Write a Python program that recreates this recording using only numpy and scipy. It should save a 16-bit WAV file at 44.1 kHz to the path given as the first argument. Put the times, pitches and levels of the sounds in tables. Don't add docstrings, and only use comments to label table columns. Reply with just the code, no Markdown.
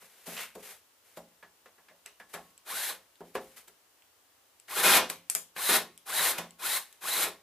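import sys
import numpy as np
from scipy import signal
from scipy.fft import rfft, irfft, next_fast_len
from scipy.io import wavfile

SR = 44100
rng = np.random.default_rng(int(sys.argv[2]) if len(sys.argv) > 2 else 0)


def master(y):
    cut = np.clip(np.atleast_2d(y).T, -1, 1)
    pcm = np.round(cut * 32767)
    wavfile.write(sys.argv[1], SR, pcm.astype(np.int16))


N = 327222
TIME = np.arange(N) / SR


def undb(db):
    return 10 ** (np.asarray(db) / 20)


def unit(x):
    return x / np.sqrt(np.mean(x ** 2))


def lookup(hz, points, column=1):
    table = np.array(points, float)
    return np.interp(np.log(hz + 1), np.log(table[:, 0]), table[:, column])


def colour(x, points):
    size = next_fast_len(x.shape[-1] + 4096)
    gain = undb(lookup(np.fft.rfftfreq(size, 1 / SR), points))
    return irfft(rfft(x, size) * gain, size)[..., :x.shape[-1]]


def walk(rate_hz):
    return unit(np.interp(TIME * rate_hz, np.arange(N), rng.standard_normal(N)))


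def grains(rate_hz, spread_db):
    snaps = (rng.random(N) < rate_hz / SR) * rng.standard_normal(N)
    return snaps * undb(spread_db * np.minimum(rng.exponential(size=N), 3))


def swells(rows, attack_s, release_s):
    gain = np.zeros(N)
    for start_s, length_s, db, growth_db in rows:
        age = TIME - start_s
        held = undb(db + growth_db * np.clip(age / length_s, 0, 1))
        gain += held * np.clip(age / attack_s, 0, 1) * np.exp(-np.maximum(age - length_s, 0) / release_s)
    return gain


def add(out, start_s, sound):
    start = max(0, int(start_s * SR))
    out[:, start:start + sound.shape[-1]] += sound[..., :N - start]


def through(x, response):
    return signal.fftconvolve(np.atleast_2d(x), response, axes=-1)[:, :N]


# frequency in Hz, side minus mid in dB.
DIFFUSE_WIDTH = [(100, -32), (380, -27), (700, -22), (1300, -21), (2400, -14), (4400, -5), (14000, -1)]

def diffuse(size, width=DIFFUSE_WIDTH):
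    mid, side = rng.standard_normal((2, size))
    side = colour(side, width)
    return np.array([mid + side, mid - side])


def tail(bands):
    t = TIME[:SR * 3 // 4]
    spectrum = rfft(diffuse(len(t)))
    hz = np.fft.rfftfreq(len(t), 1 / SR)
    out = 0
    for centre_hz in 45 * 2 ** (np.arange(18) / 2):
        band = np.maximum(0, 1 - 2 * abs(np.log2((hz + 1) / centre_hz)))
        decay = 1000 ** (-t / lookup(centre_hz, bands, column=2))
        out += irfft(spectrum * band, len(t)) * undb(lookup(centre_hz, bands)) * decay
    return out / np.sqrt(np.sum(out ** 2) / 2)


def ring(modes, scatter_db=4.5):
    t = TIME[:SR * 3 // 4]
    out = 0
    for k, (hz, db, t60_s) in enumerate(modes):
        weight = (-1) ** k * undb(db + scatter_db * rng.standard_normal())
        out += weight * np.sin(2 * np.pi * hz * t) * 1000 ** (-t / t60_s)
    return out


# frequency in Hz, relative level in dB, T60 in seconds.
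ROOM_BANDS = [(101, 3, 0.19), (690, 16, 0.22), (2630, 8, 0.35), (7500, 11, 0.22), (15000, 4, 0.22)]

def in_room(sound, room_db):
    return sound + undb(room_db) * through(sound, tail(ROOM_BANDS))


# frequency in Hz, relative density in dB.
AIR_SPECTRUM = [(15, -56), (25, -13), (75, -7), (96, -6), (113, -6), (133, -16), (198, -12), (313, -5),
                (1020, -4.5), (2420, -10), (2850, -7.5), (3630, -10.5), (15500, -12.5)]
# frequency in Hz, side minus mid in dB.
AIR_WIDTH = [(100, -16), (200, -6.5), (1300, -3), (5000, -1)]

def room_tone(level_db=-64.5):
    return undb(level_db) * unit(colour(diffuse(N, AIR_WIDTH), AIR_SPECTRUM))


# start in seconds, length in seconds, level in dB, growth in dB.
SLEEVE_STROKES = [(0, 0.069, -56, -1.5), (.09, 0.1, -66.5, 7.5), (.2, 0.063, -66, 7),
                  (.257, 0.17, -45.5, 4.5), (.57, 0.034, -64.5, 9), (.622, 0.096, -51, 4.5),
                  (1.04, 0.16, -63.5, -2), (2.285, 0.22, -59, -8.5), (3.24, 0.055, -66.5, 2),
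                  (3.4, 0.17, -57.5, -7), (3.56, 0.02, -48.5, -2.5), (6.86, .13, -61.5, -5)]
# frequency in Hz, relative density in dB.
CLOTH_SPECTRUM = [(88, -50.5), (150, -27), (225, -14.5), (279, -45), (396, -8.5), (966, -11), (1940, -7.5),
                  (5330, -14), (12800, -11), (15500, -21)]

def sleeve(rough_db=1.0):
    friction = unit(colour(diffuse(N), CLOTH_SPECTRUM) * undb(rough_db * walk(300)))
    return friction * swells(SLEEVE_STROKES, attack_s=.013, release_s=.036)


# frequency in Hz, relative level in dB, T60 in seconds.
PANEL_MODES = [(171.7, 1, 0.41), (195.7, -7.5, 0.37), (226.5, -4, 0.44), (258, -10.5, 0.51),
               (340, -11, 0.17), (415.7, 2, 0.29), (475, -13, 0.14), (529, -0.5, 0.45), (573, -8, 0.27),
               (627, 1, 0.13), (661, 0, 0.32), (740, 3, 0.22), (794, -21, 0.37), (827, -6.5, 0.39),
               (903, -13.5, 0.33), (1065, 6.5, 0.13), (1097, -9, 0.59), (1417, -2.5, 0.021),
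               (1710, 3, 0.19)]
CASE_BANDS = [(64.4, -17, 0.53), (114, -26.5, 1), (180, -19.5, 0.6), (430, -0.5, 0.23), (910, -1.5, 0.23),
              (1670, -3, 0.15), (3620, -14, 0.17), (6500, -22.5, 0.26), (13900, -23, 0.125)]

def panel(modes_db, direct=.25, direct_s=.0015):
    modes = ring(PANEL_MODES)
    dense = tail(CASE_BANDS) * (1 + direct * np.exp(-TIME[:len(modes)] / direct_s))
    return undb(modes_db) * modes / np.sqrt(np.sum(modes ** 2)) + dense / np.sqrt(np.sum(dense ** 2) / 2)


# start in seconds, level in dB, hardness in dB, scuff level in dB, favoured resonance in Hz.
PANEL_KNOCKS = [(0.02, -59, 0, -72, 2090), (0.275, -44, -18, -63, 222), (0.554, -46, -18, -48.5, 428),
                (1.173, -44.5, -10, -46, 580), (1.427, -51, 2.5, -71, 1890), (1.659, -55, 5.5, -63, 488),
                (1.781, -62.5, -1, -78, 1690), (1.885, -58, 11, -77, 1920), (1.912, -61.5, -10, -76, 590),
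                (2.059, -53.5, 7, -66, 2030), (2.2, -49, 4.5, -58, 1740), (2.34, -43.5, 3, -39.5, 1240),
                (2.347, -42, -1, -43, 740), (3.207, -44.5, -17, -63, 390), (3.353, -31, -2, -42, 410),
                (3.681, -64, -10, -51, 395), (4.683, -50, 12, -52, 1905), (4.707, -45.5, 12, -54, 1500),
                (4.846, -29, 5.5, -31, 1530), (4.969, -35, -7, -22, 1900), (5.099, -42, 5, -36.5, 1100),
                (5.2994, -49.5, 10.5, -56, 2450), (5.351, -42, 6, -46, 2400), (5.564, -40.5, 8, -54, 2260),
                (5.693, -32.5, 3, -44, 420), (6.193, -32.5, 13, -44, 1060), (6.26, -33.5, 6.5, -47, 1860),
                (6.385, -37.5, -2, -31, 790), (7.255, -40.5, 2, -50.5, 403)]

def knocks(favour_db=3, lead_s=.02, touch_s=.0042, scuff_s=.009):
    wood, scuffs = np.zeros((2, 2, N))
    t = TIME[:SR // 8] - lead_s
    contact = np.exp(np.minimum(t / touch_s, -t / scuff_s))
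    for start_s, db, hard_db, scuff_db, favoured_hz in PANEL_KNOCKS:
        tilt = [(200, -.17 * hard_db), (700, .022), (2000, hard_db), (3500, hard_db), (8000, hard_db - 5)]
        knock = colour(panel(modes_db=-5), tilt)
        knock += undb(favour_db) * signal.lfilter(*signal.iirpeak(favoured_hz, Q=6, fs=SR), knock)
        onset_rms = np.std(knock[:, :SR // 50])
        add(wood, start_s, undb(db) * knock / onset_rms)
        scuff = unit(colour(diffuse(len(t)), CLOTH_SPECTRUM)) * contact
        add(scuffs, start_s - lead_s, undb(scuff_db) * scuff)
    return wood + in_room(scuffs, room_db=-6)


# start in seconds, length in seconds, level in dB, growth in dB.
LID_SLIDES = [(.362, 0.077, -40.5, -4.5)]
# frequency in Hz, relative density in dB.
RASP_SPECTRUM = [(200, -30), (900, -5.5), (1900, -2.5), (2700, 0), (3600, -7), (5500, -13), (14000, -22)]

def lid_scrape():
    slips = unit(colour(grains(rate_hz=5000, spread_db=-.5), RASP_SPECTRUM))
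    return in_room(slips * swells(LID_SLIDES, attack_s=.0071, release_s=.012), room_db=-5)


# start in seconds, level in dB, gain below 3 kHz in dB.
STEEL_CLICKS = [(2.061, -31, 5.5), (2.578, -42.5, 7), (3.156, -51, 31), (3.5906, -45, -5), (3.682, -45, -2),
                (4.022, -51.5, 40), (4.5994, -43, 8), (5.1002, -16, 1.5), (5.2993, -12.5, -16),
                (5.3506, -11, -14), (5.9769, -36, 3), (6.5077, -40, 3), (6.9269, -39.5, 4.5)]
# frequency in Hz, relative density in dB.
SNAP_SPECTRUM = [(100, -32), (250, -7), (450, -25), (1000, -44), (2500, 10), (5500, 2), (8000, 5.5),
                 (12000, 9.5), (15500, -11)]
# frequency in Hz, relative level in dB, T60 in seconds.
STEEL_MODES = [(2270, -38, 0.061), (7730, 1, 0.011), (10150, 1.5, 0.0018), (10500, -38, 0.0046)]

def clicks(snap_s=.001, settle_s=.0052, ring_db=-10):
    snaps, rings = np.zeros((2, 2, N))
    t = TIME[:4096]
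    impacts = np.exp(-t / snap_s) + .15 * np.exp(-abs(t - settle_s) / snap_s)
    for start_s, db, low_db in STEEL_CLICKS:
        snap = colour(diffuse(len(t)) * impacts, SNAP_SPECTRUM)
        snap = colour(snap, [(3000, low_db), (7000, 0)])
        add(snaps, start_s, undb(db) * snap / abs(snap).max())
        add(rings, start_s, undb(db) * ring(STEEL_MODES, scatter_db=-4.5))
    snaps = signal.sosfilt(signal.butter(2, 420, "high", fs=SR, output="sos"), snaps)
    return in_room(snaps, room_db=-2.5) + undb(ring_db) * rings


# frequency in Hz, gain in dB.
HOUSING_RESPONSE = [(400, -23), (800, -8), (1050, 5.5), (1350, 0), (1850, -0.5), (2400, -5), (3300, -17),
                    (3950, 8), (4300, -10), (5000, -23)]

def gears(mesh_hz, torque, whine_db=-13, slow_stage=.36):
    backlash = .014 * walk(500)
    phase = 2 * np.pi * np.cumsum(mesh_hz * (1 + backlash)) / SR
    tooth_force = .9 + .45 * walk(400)
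    mesh = (np.sin(phase) + slow_stage * np.sin(phase / 2)) * tooth_force + np.sin(2 * phase)
    whine = colour(mesh, HOUSING_RESPONSE) * undb(2 * walk(120))
    return undb(whine_db) * (1 + 1.16 * torque) * whine


# frequency in Hz, relative density in dB.
MOTOR_SPECTRUM = [(88, -24), (150, -29.5), (302, -24), (388, -15), (812, -4.5), (1040, -6.5), (1420, -4.5),
                  (1870, -2.5), (2810, -7), (3410, -4.5), (3980, -1), (4650, -7.5), (5650, -10),
                  (11800, -2.5), (15500, -14)]
# frequency in Hz, side minus mid in dB.
MOTOR_WIDTH = [(100, -30), (700, -22), (2400, -19), (4400, -10), (8100, -3), (15000, -2)]

def motor(mesh_hz, drive, torque, teeth=9, hiss_db=1.8, shake_db=-43):
    throb = 1 + .13 * np.cos(2 * np.pi * np.cumsum(mesh_hz) / SR / teeth)
    hiss = unit(colour(diffuse(N, MOTOR_WIDTH), MOTOR_SPECTRUM) * throb * undb(1.1 * walk(60)))
    shake_spectrum = [(25, -21), (60, -19), (85, 1), (120, -25), (400, -49), (2000, -80)]
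    shake = unit(colour(rng.standard_normal(N), shake_spectrum))
    running = gears(mesh_hz, torque) + undb(hiss_db) * hiss + undb(shake_db) * shake
    return in_room(drive * running, room_db=-13)


# frequency in Hz, relative density in dB.
CUTTING_SPECTRUM = [(50, -3), (105, -6), (170, 2), (260, 1.5), (420, 4.5), (900, 3.5), (1600, 6.5),
                    (2600, 10.5), (3500, 13), (5500, 9.5), (15000, -6.5)]

def bite(pressure, wood_db=-2, bit_db=9, bit_hz=2465):
    force = unit(colour(grains(rate_hz=2500, spread_db=4), CUTTING_SPECTRUM)) * pressure
    steel = signal.lfilter(*signal.iirpeak(bit_hz, Q=70, fs=SR), force)
    wood = through(force, panel(modes_db=-9))
    return undb(wood_db) * wood + undb(bit_db) * steel


# start in seconds, hold in seconds, drive in dB, free-running gear mesh in Hz.
TRIGGER_PULLS = [(2.648, 0.25, -35, 1700), (4.678, .295, -32, 2200), (5.548, 0.22, -30, 2250),
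                 (6.052, 0.25, -29.5, 2250), (6.582, .19, -30.5, 2150), (7.003, 0.24, -30.5, 2338)]
# start in seconds, length in seconds, load in dB, growth in dB.
BIT_LOADS = [(2.885, 0.0073, -41.5, -0.5), (4.755, 0.078, -35, -1.5), (4.828, .146, -23.5, 1),
             (5.686, 0.071, -28.5, -1.5), (6.19, .2, -43, 1.5), (7.13, 0.129, -43.5, 3.5)]

def drill(spin_up_s=.094, brake_s=.0255, wobble=.02, half_speed_db=-14, double_noise_db=-28):
    load = swells(BIT_LOADS, attack_s=.01, release_s=.03)
    mesh_hz, drive, torque = np.zeros((3, N))
    for start_s, hold_s, db, free_hz in TRIGGER_PULLS:
        age = np.maximum(TIME - start_s, 0)
        spin = np.tanh(age / spin_up_s)
        brake = np.exp(-np.maximum(age - hold_s, 0) / brake_s)
        mesh_hz += free_hz * spin * brake
        drive += undb(db) * spin ** 1.32 * brake
        torque += 4 * spin * (1 - spin) * brake
    mesh_hz = mesh_hz / (1 + load / undb(half_speed_db)) * (1 + wobble * walk(30))
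    strain = 1 + load / undb(double_noise_db)
    jolt = undb(-46.5) * torque
    rub = undb(-24.5) * drive
    return motor(mesh_hz, drive * strain, torque) + bite(load + jolt + rub)


def scene():
    return knocks() + clicks() + drill() + lid_scrape() + sleeve() + room_tone()


# frequency in Hz, left minus right in dB.
TREBLE_BALANCE = [(5000, 0), (9500, 2.5), (14000, 4.2)]

def record(dry, bass_hz=48, top_hz=15250):
    ports = [colour(channel, [(hz, side * db / 2) for hz, db in TREBLE_BALANCE])
             for channel, side in zip(dry, (1, -1))]
    ports = signal.sosfilt(signal.butter(4, bass_hz, "high", fs=SR, output="sos"), ports)
    return signal.sosfilt(signal.ellip(10, .2, 70, top_hz, fs=SR, output="sos"), ports)


dry = scene()
out = record(dry)
master(out)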